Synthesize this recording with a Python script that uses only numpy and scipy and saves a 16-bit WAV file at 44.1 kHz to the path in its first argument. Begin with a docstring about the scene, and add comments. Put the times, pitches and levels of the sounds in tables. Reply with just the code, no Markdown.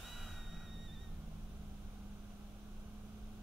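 """A black kite over a mown field

The bird gives one long thin whistle: hoarse at first, then clear, ending in a slow quaver.
The whistle is a few pure tones; the hoarseness is rough, rushing air with a few hollow peaks.
Two far engines drone and drift in pitch over a low outdoor rumble and a faint even hiss."""
import sys
import numpy as np
from scipy import signal
from scipy.fft import rfft, irfft
from scipy.io import wavfile
from scipy.ndimage import uniform_filter1d

SR = 44100
rng = np.random.default_rng(int(sys.argv[2]) if len(sys.argv) > 2 else 0)


def inscribe(sig):
    """Save sig as 16-bit PCM at rate SR to the path in sys.argv[1].

    A 1-D sig is mono; a 2-D sig holds one channel per row.
    Samples are clipped to [-1, 1] before scaling.
    """
    pcm = np.round(np.clip(np.atleast_2d(sig).T, -1, 1) * 32767)
    wavfile.write(sys.argv[1], SR, pcm.astype(np.int16))


N = 150822
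TIME = np.arange(N) / SR
FREQUENCIES = np.fft.rfftfreq(N, 1 / SR)
CUTOFF_HZ = 15700


def from_db(db):
    """Turn decibels into a number to multiply a sound by."""
    return 10 ** (np.asarray(db) / 20)


def rms_one(x):
    """Scale a signal so that its average strength (rms) is 1."""
    return x / np.sqrt(np.mean(x ** 2) + 1e-20)


def in_time(rows):
    """Join a table's points in time with straight lines: one curve for each column after the first."""
    times, *columns = np.transpose(rows)
    return [np.interp(TIME, times, column) for column in columns]


def across_frequencies(rows):
    """Join a table's points from bass to treble, giving each octave equal room."""
    hz, values = np.transpose(rows)
    return np.interp(np.log(FREQUENCIES + 1e-9), np.log(hz), values)


def pan(db):
    """Left and right gains: positive dB moves a sound left, negative moves it right."""
    return from_db([[db / 2], [-db / 2]])


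def drift(rate):
    """A smooth random wobble of size about 1 that changes about `rate` times a second."""
    return rms_one(irfft(rfft(rng.standard_normal(N)) / (1 + (FREQUENCIES / rate) ** 2), N))


def keep_band(x, hz, width_hz):
    """Keep a band around one frequency, filtering twice for steep sides."""
    r = np.exp(-np.pi * width_hz / SR)
    gain = (1 - r * r) / 2
    stage = [gain, 0, -gain, 1, -2 * r * np.cos(2 * np.pi * hz / SR), r * r]
    return signal.sosfilt([stage, stage], x)


def phase_of(hz):
    """Add up a changing pitch into the angle of a sine wave."""
    return 2 * np.pi * np.cumsum(hz) / SR


# how alike the two ears hear the noise, 1 being the same: (frequency [Hz], likeness [-1 to 1])
EAR_LIKENESS = [(30, .985), (120, 0.97), (300, 0.66), (700, 0.78), (1300, 0.58), (3000, 0.036),
                (5500, -0.014), (15000, -0.055)]
# which side the noise leans to: (frequency [Hz], left minus right [dB])
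EAR_BALANCE = [(40, -0.5), (120, -0.8), (330, -2.5), (700, -1), (1400, -1.8), (2600, -0.5), (3900, -2),
               (5000, -2.5), (7500, -0.5), (10000, 1.3), (11500, 1), (13800, -5), (15300, 1.3)]

def wide_noise(colour):
    """Noise from all around: alike in both ears in the bass, unrelated in the treble."""
    shared, opposed = rfft(rng.standard_normal((2, N)))
    alike = across_frequencies(EAR_LIKENESS)
    sides = np.array([[1], [-1]])
    ears = np.sqrt(1 + alike) * shared + np.sqrt(1 - alike) * opposed * sides
    gain = from_db(across_frequencies(colour) + sides * across_frequencies(EAR_BALANCE) / 2)
    in_range = (FREQUENCIES > 10) & (FREQUENCIES < CUTOFF_HZ)
    return rms_one(irfft(ears * gain * in_range, N))


# the tone colour of the low rumble: (frequency [Hz], relative level [dB])
RUMBLE_COLOUR = [(10, -8), (22, 2), (40, -5), (60, -10.5), (90, -10.5), (125, -21), (180, -13), (250, -26),
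                 (400, -33), (800, -57)]
# how the rumble swells and sinks: (time [s], level [dB])
RUMBLE_LOUDNESS = [(0, -51), (.3, -47), (.9, -47.5), (1.3, -47.5), (1.85, -48), (2.3, -51.5), (3.42, -51.5)]
# the tone colour of distant traffic and hiss: (frequency [Hz], relative level [dB])
HUSH_COLOUR = [(100, -5.5), (280, 1), (420, -3), (560, -5), (760, -1.5), (930, -10), (1100, -7), (1500, -8),
               (1800, -18.5), (2300, -14.5), (2900, -12.5), (3900, -14.5), (4400, -20), (6200, -18.5),
               (8200, -24), (10200, -20), (11300, -27.5), (13300, -21.5), (14400, -25.5), (15600, -23)]

def open_field(hush_db=-61.5, insect_db=-85.5):
    """Low rumble, the even hush of distant traffic and a faint thin band of insects on the right."""
    rumble_db, = in_time(RUMBLE_LOUDNESS)
    insects = rms_one(keep_band(rng.standard_normal(N), hz=6020, width_hz=110))
    rumble = from_db(rumble_db) * wide_noise(RUMBLE_COLOUR)
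    hush = from_db(hush_db) * wide_noise(HUSH_COLOUR)
    return rumble + hush + pan(-11) * from_db(insect_db) * insects


# the nearer engine's note: (time [s], pitch [Hz], level [dB])
NEARER_NOTE = [(0, 224.6, -63), (.46, 220.9, -59.5), (1.1, 212.5, -58.5), (1.79, 204.1, -55),
               (2.2, 205.3, -54.5), (2.55, 206.9, -58), (2.94, 210.1, -54.5), (3.42, 212.3, -54)]
# the tones in its drone: (frequency [times the pitch], relative level [dB])
NEARER_TONES = [(.25, -4), (.5, -10), (1, -1.5), (2, -22)]
# the farther engine's note, which dies away: (time [s], pitch [Hz], level [dB])
FARTHER_NOTE = [(0, 168.1, -69), (.51, 165.1, -58.5), (1.14, 158.7, -57.5), (1.74, 154.5, -58),
                (1.86, 147, -80), (3.42, 143.8, -74)]
# the tones in its drone: (frequency [times the pitch], relative level [dB])
FARTHER_TONES = [(.5, -2.4), (1, -1.4)]

def engine(note, tones, waver_hz, fading_db):
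    """A far drone, a little to the right, whose tones swell and fade on their way through the air."""
    hz, level_db = in_time(note)
    phase = phase_of(hz + waver_hz * drift(8))
    drone = np.zeros(N)
    for multiple, db in tones:
        strength = from_db(db + fading_db * drift(13))
        drone += strength * np.sin(multiple * phase + rng.uniform(0, 2 * np.pi))
    return pan(-2.3) * np.sqrt(2) * from_db(level_db) * drone


def from_the_right(x, lag_s=0.00008):
    """Sound from the right reaches the left ear a little late."""
    left, right = x
    delay = np.exp(-2j * np.pi * FREQUENCIES * lag_s)
    return np.array([irfft(rfft(left) * delay, N), right])


# the tone colour of the bird's airy hiss: (frequency [Hz], relative level [dB])
HISS_COLOUR = [(300, -8), (600, -3.5), (1100, -2.5), (2050, -10.5), (2400, -1.5), (2950, 2.5), (4100, -6.5),
               (5500, -6.5), (7400, -4.5), (8300, -10), (10200, -7), (11300, -15.5), (13400, -7),
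               (15700, -15)]
# how that hiss fades: (time [s], level [dB])
HISS_LOUDNESS = [(0, -55.5), (.14, -58), (.25, -59), (.35, -62), (.43, -67), (.62, -76), (.8, -84),
                 (1.1, -115)]

def airy_hiss():
    """A bright hiss that opens the call and soon dies."""
    level_db, = in_time(HISS_LOUDNESS)
    return from_db(level_db) * wide_noise(HISS_COLOUR)


# how loud the hoarseness is: (time [s], level [dB])
RASP_LOUDNESS = [(0, -59), (.1, -58.5), (.25, -56), (.34, -59), (.46, -63.5), (.56, -62), (.66, -62.5),
                 (.75, -75.5), (1.05, -78), (1.2, -110)]
# the bands where the hoarse rasp is strongest: (frequency [Hz], width [Hz], relative level [dB])
RASP_BANDS = [(715, 270, -5.5), (1247, 114, -4), (1410, 215, 3.5), (2460, 210, -6.5), (3130, 400, -14)]

def rasp(flutter_db=0.3):
    """Rough, rushing air with a few hollow peaks and a slight flutter."""
    level_db, = in_time(RASP_LOUDNESS)
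    rush = rng.standard_normal(N) + 0.11 * rng.standard_normal((2, N))  # nearly alike in both ears
    rush *= from_db(flutter_db * drift(66))
    peaks = sum(from_db(db) * keep_band(rush, hz, width) for hz, width, db in RASP_BANDS)
    return from_db(level_db) * rms_one(peaks)


# the whistle's tune: (time [s], pitch [Hz])
WHISTLE_TUNE = [(0, 1776), (.02, 1830), (.06, 1912), (.13, 1949), (.26, 1929), (.46, 1858), (.645, 1907),
                (.69, 1840), (.74, 1895), (.756, 1839), (.8, 1867), (.868, 1896), (.88, 1803), (.908, 1780),
                (.945, 1908), (.957, 1795), (.982, 1782), (1.018, 1894), (1.1, 1823), (1.17, 1780)]
# how hard the bird whistles: (time [s], level [dB])
WHISTLE_EFFORT = [(0, -68), (.05, -59), (.14, -57.5), (.26, -62), (.34, -60), (.46, -61.5), (.63, -64.5),
                  (.69, -63), (.85, -63), (.97, -66), (1.04, -67), (1.1, -78), (1.17, -94), (1.21, -115)]
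# the tones at 1, 2, 3 and 4 times the pitch: (relative level [dB], share of the effort's swing [0 to 1],
# left minus right [dB], gain as the pitch rises [dB per 100 Hz])
WHISTLE_TONES = [(-8, 0.36, -2.5, 3.5), (1, 0.95, -2.5, -1.5), (-19, 0.23, -11.5, 9), (-23, 0.9, 14, 4)]
# the extra tones of the split voice, at 0.5, 1.5 and 2.5 times the pitch: (level [dB])
SPLIT_TONES = [-69.5, -60, -82]

def whistle(usual_effort_db=-61.5, shimmer_db=1.0, split_at_s=0.16, split_width_s=0.084, flicker_db=2.0):
    """A nearly pure voice led by its second tone; it splits early on and brightens atop each quaver."""
    pitch, = in_time(WHISTLE_TUNE)
    effort_db, = in_time(WHISTLE_EFFORT)
    tremble = 1 + 0.0019 * drift(84)
    phase = phase_of(uniform_filter1d(pitch, size=300) * tremble)
    rise_hz = np.minimum(pitch - 1870, 20)  # the voice stops brightening at 1890 Hz
    voice = np.zeros((2, N))
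    for multiple, (db, share, pan_db, db_per_100_hz) in enumerate(WHISTLE_TONES, 1):
        level_db = usual_effort_db + db + share * (effort_db - usual_effort_db)
        level_db += db_per_100_hz * rise_hz / 100
        level_db += shimmer_db * drift(27)
        voice += pan(pan_db) * from_db(level_db) * np.sin(multiple * phase)
    split = np.exp(-0.5 * ((TIME - split_at_s) / split_width_s) ** 2)  # a brief bell-shaped swell
    for k, db in enumerate(SPLIT_TONES):
        voice += split * from_db(db + flicker_db * drift(25)) * np.sin((k + 0.5) * phase)
    end_s = WHISTLE_EFFORT[-1][0]
    return np.sqrt(2) * voice * (TIME < end_s)


# echoes from the field's edge: (delay [s], left level [dB], right level [dB])
EDGE_ECHOES = [(.019, -26, -31), (.043, -25, -33)]

def field_echoes(call, tail_db=-15.5, tail_s=0.44):
    """The call arrives directly, then as two echoes and a faint scattered tail."""
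    heard = call.copy()
    for delay_s, left_db, right_db in EDGE_ECHOES:
        echo = np.interp(TIME - delay_s, TIME, call.mean(axis=0), left=0)
        heard += from_db([[left_db], [right_db]]) * echo
    scatter = rng.standard_normal((2, SR)) * from_db(-60 * TIME[:SR] / tail_s)
    tail = signal.fftconvolve(call, rms_one(scatter) / np.sqrt(SR), axes=1)[:, :N]
    return heard + from_db(tail_db) * tail


def scene():
    """The kite is straight ahead; the engines and rumble lie a little to the right."""
    nearer = engine(NEARER_NOTE, NEARER_TONES, waver_hz=0.43, fading_db=0.5)
    farther = engine(FARTHER_NOTE, FARTHER_TONES, waver_hz=2.5, fading_db=2.0)
    kite = field_echoes(whistle() + rasp() + airy_hiss())
    return from_the_right(open_field() + nearer + farther) + kite


def record(dry):
    """Cut off the very highest treble steeply."""
    treble_cut = signal.ellip(10, 0.05, 60, CUTOFF_HZ, fs=SR, output="sos")
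    return signal.sosfiltfilt(treble_cut, dry)


dry = scene()
out = record(dry)
inscribe(out)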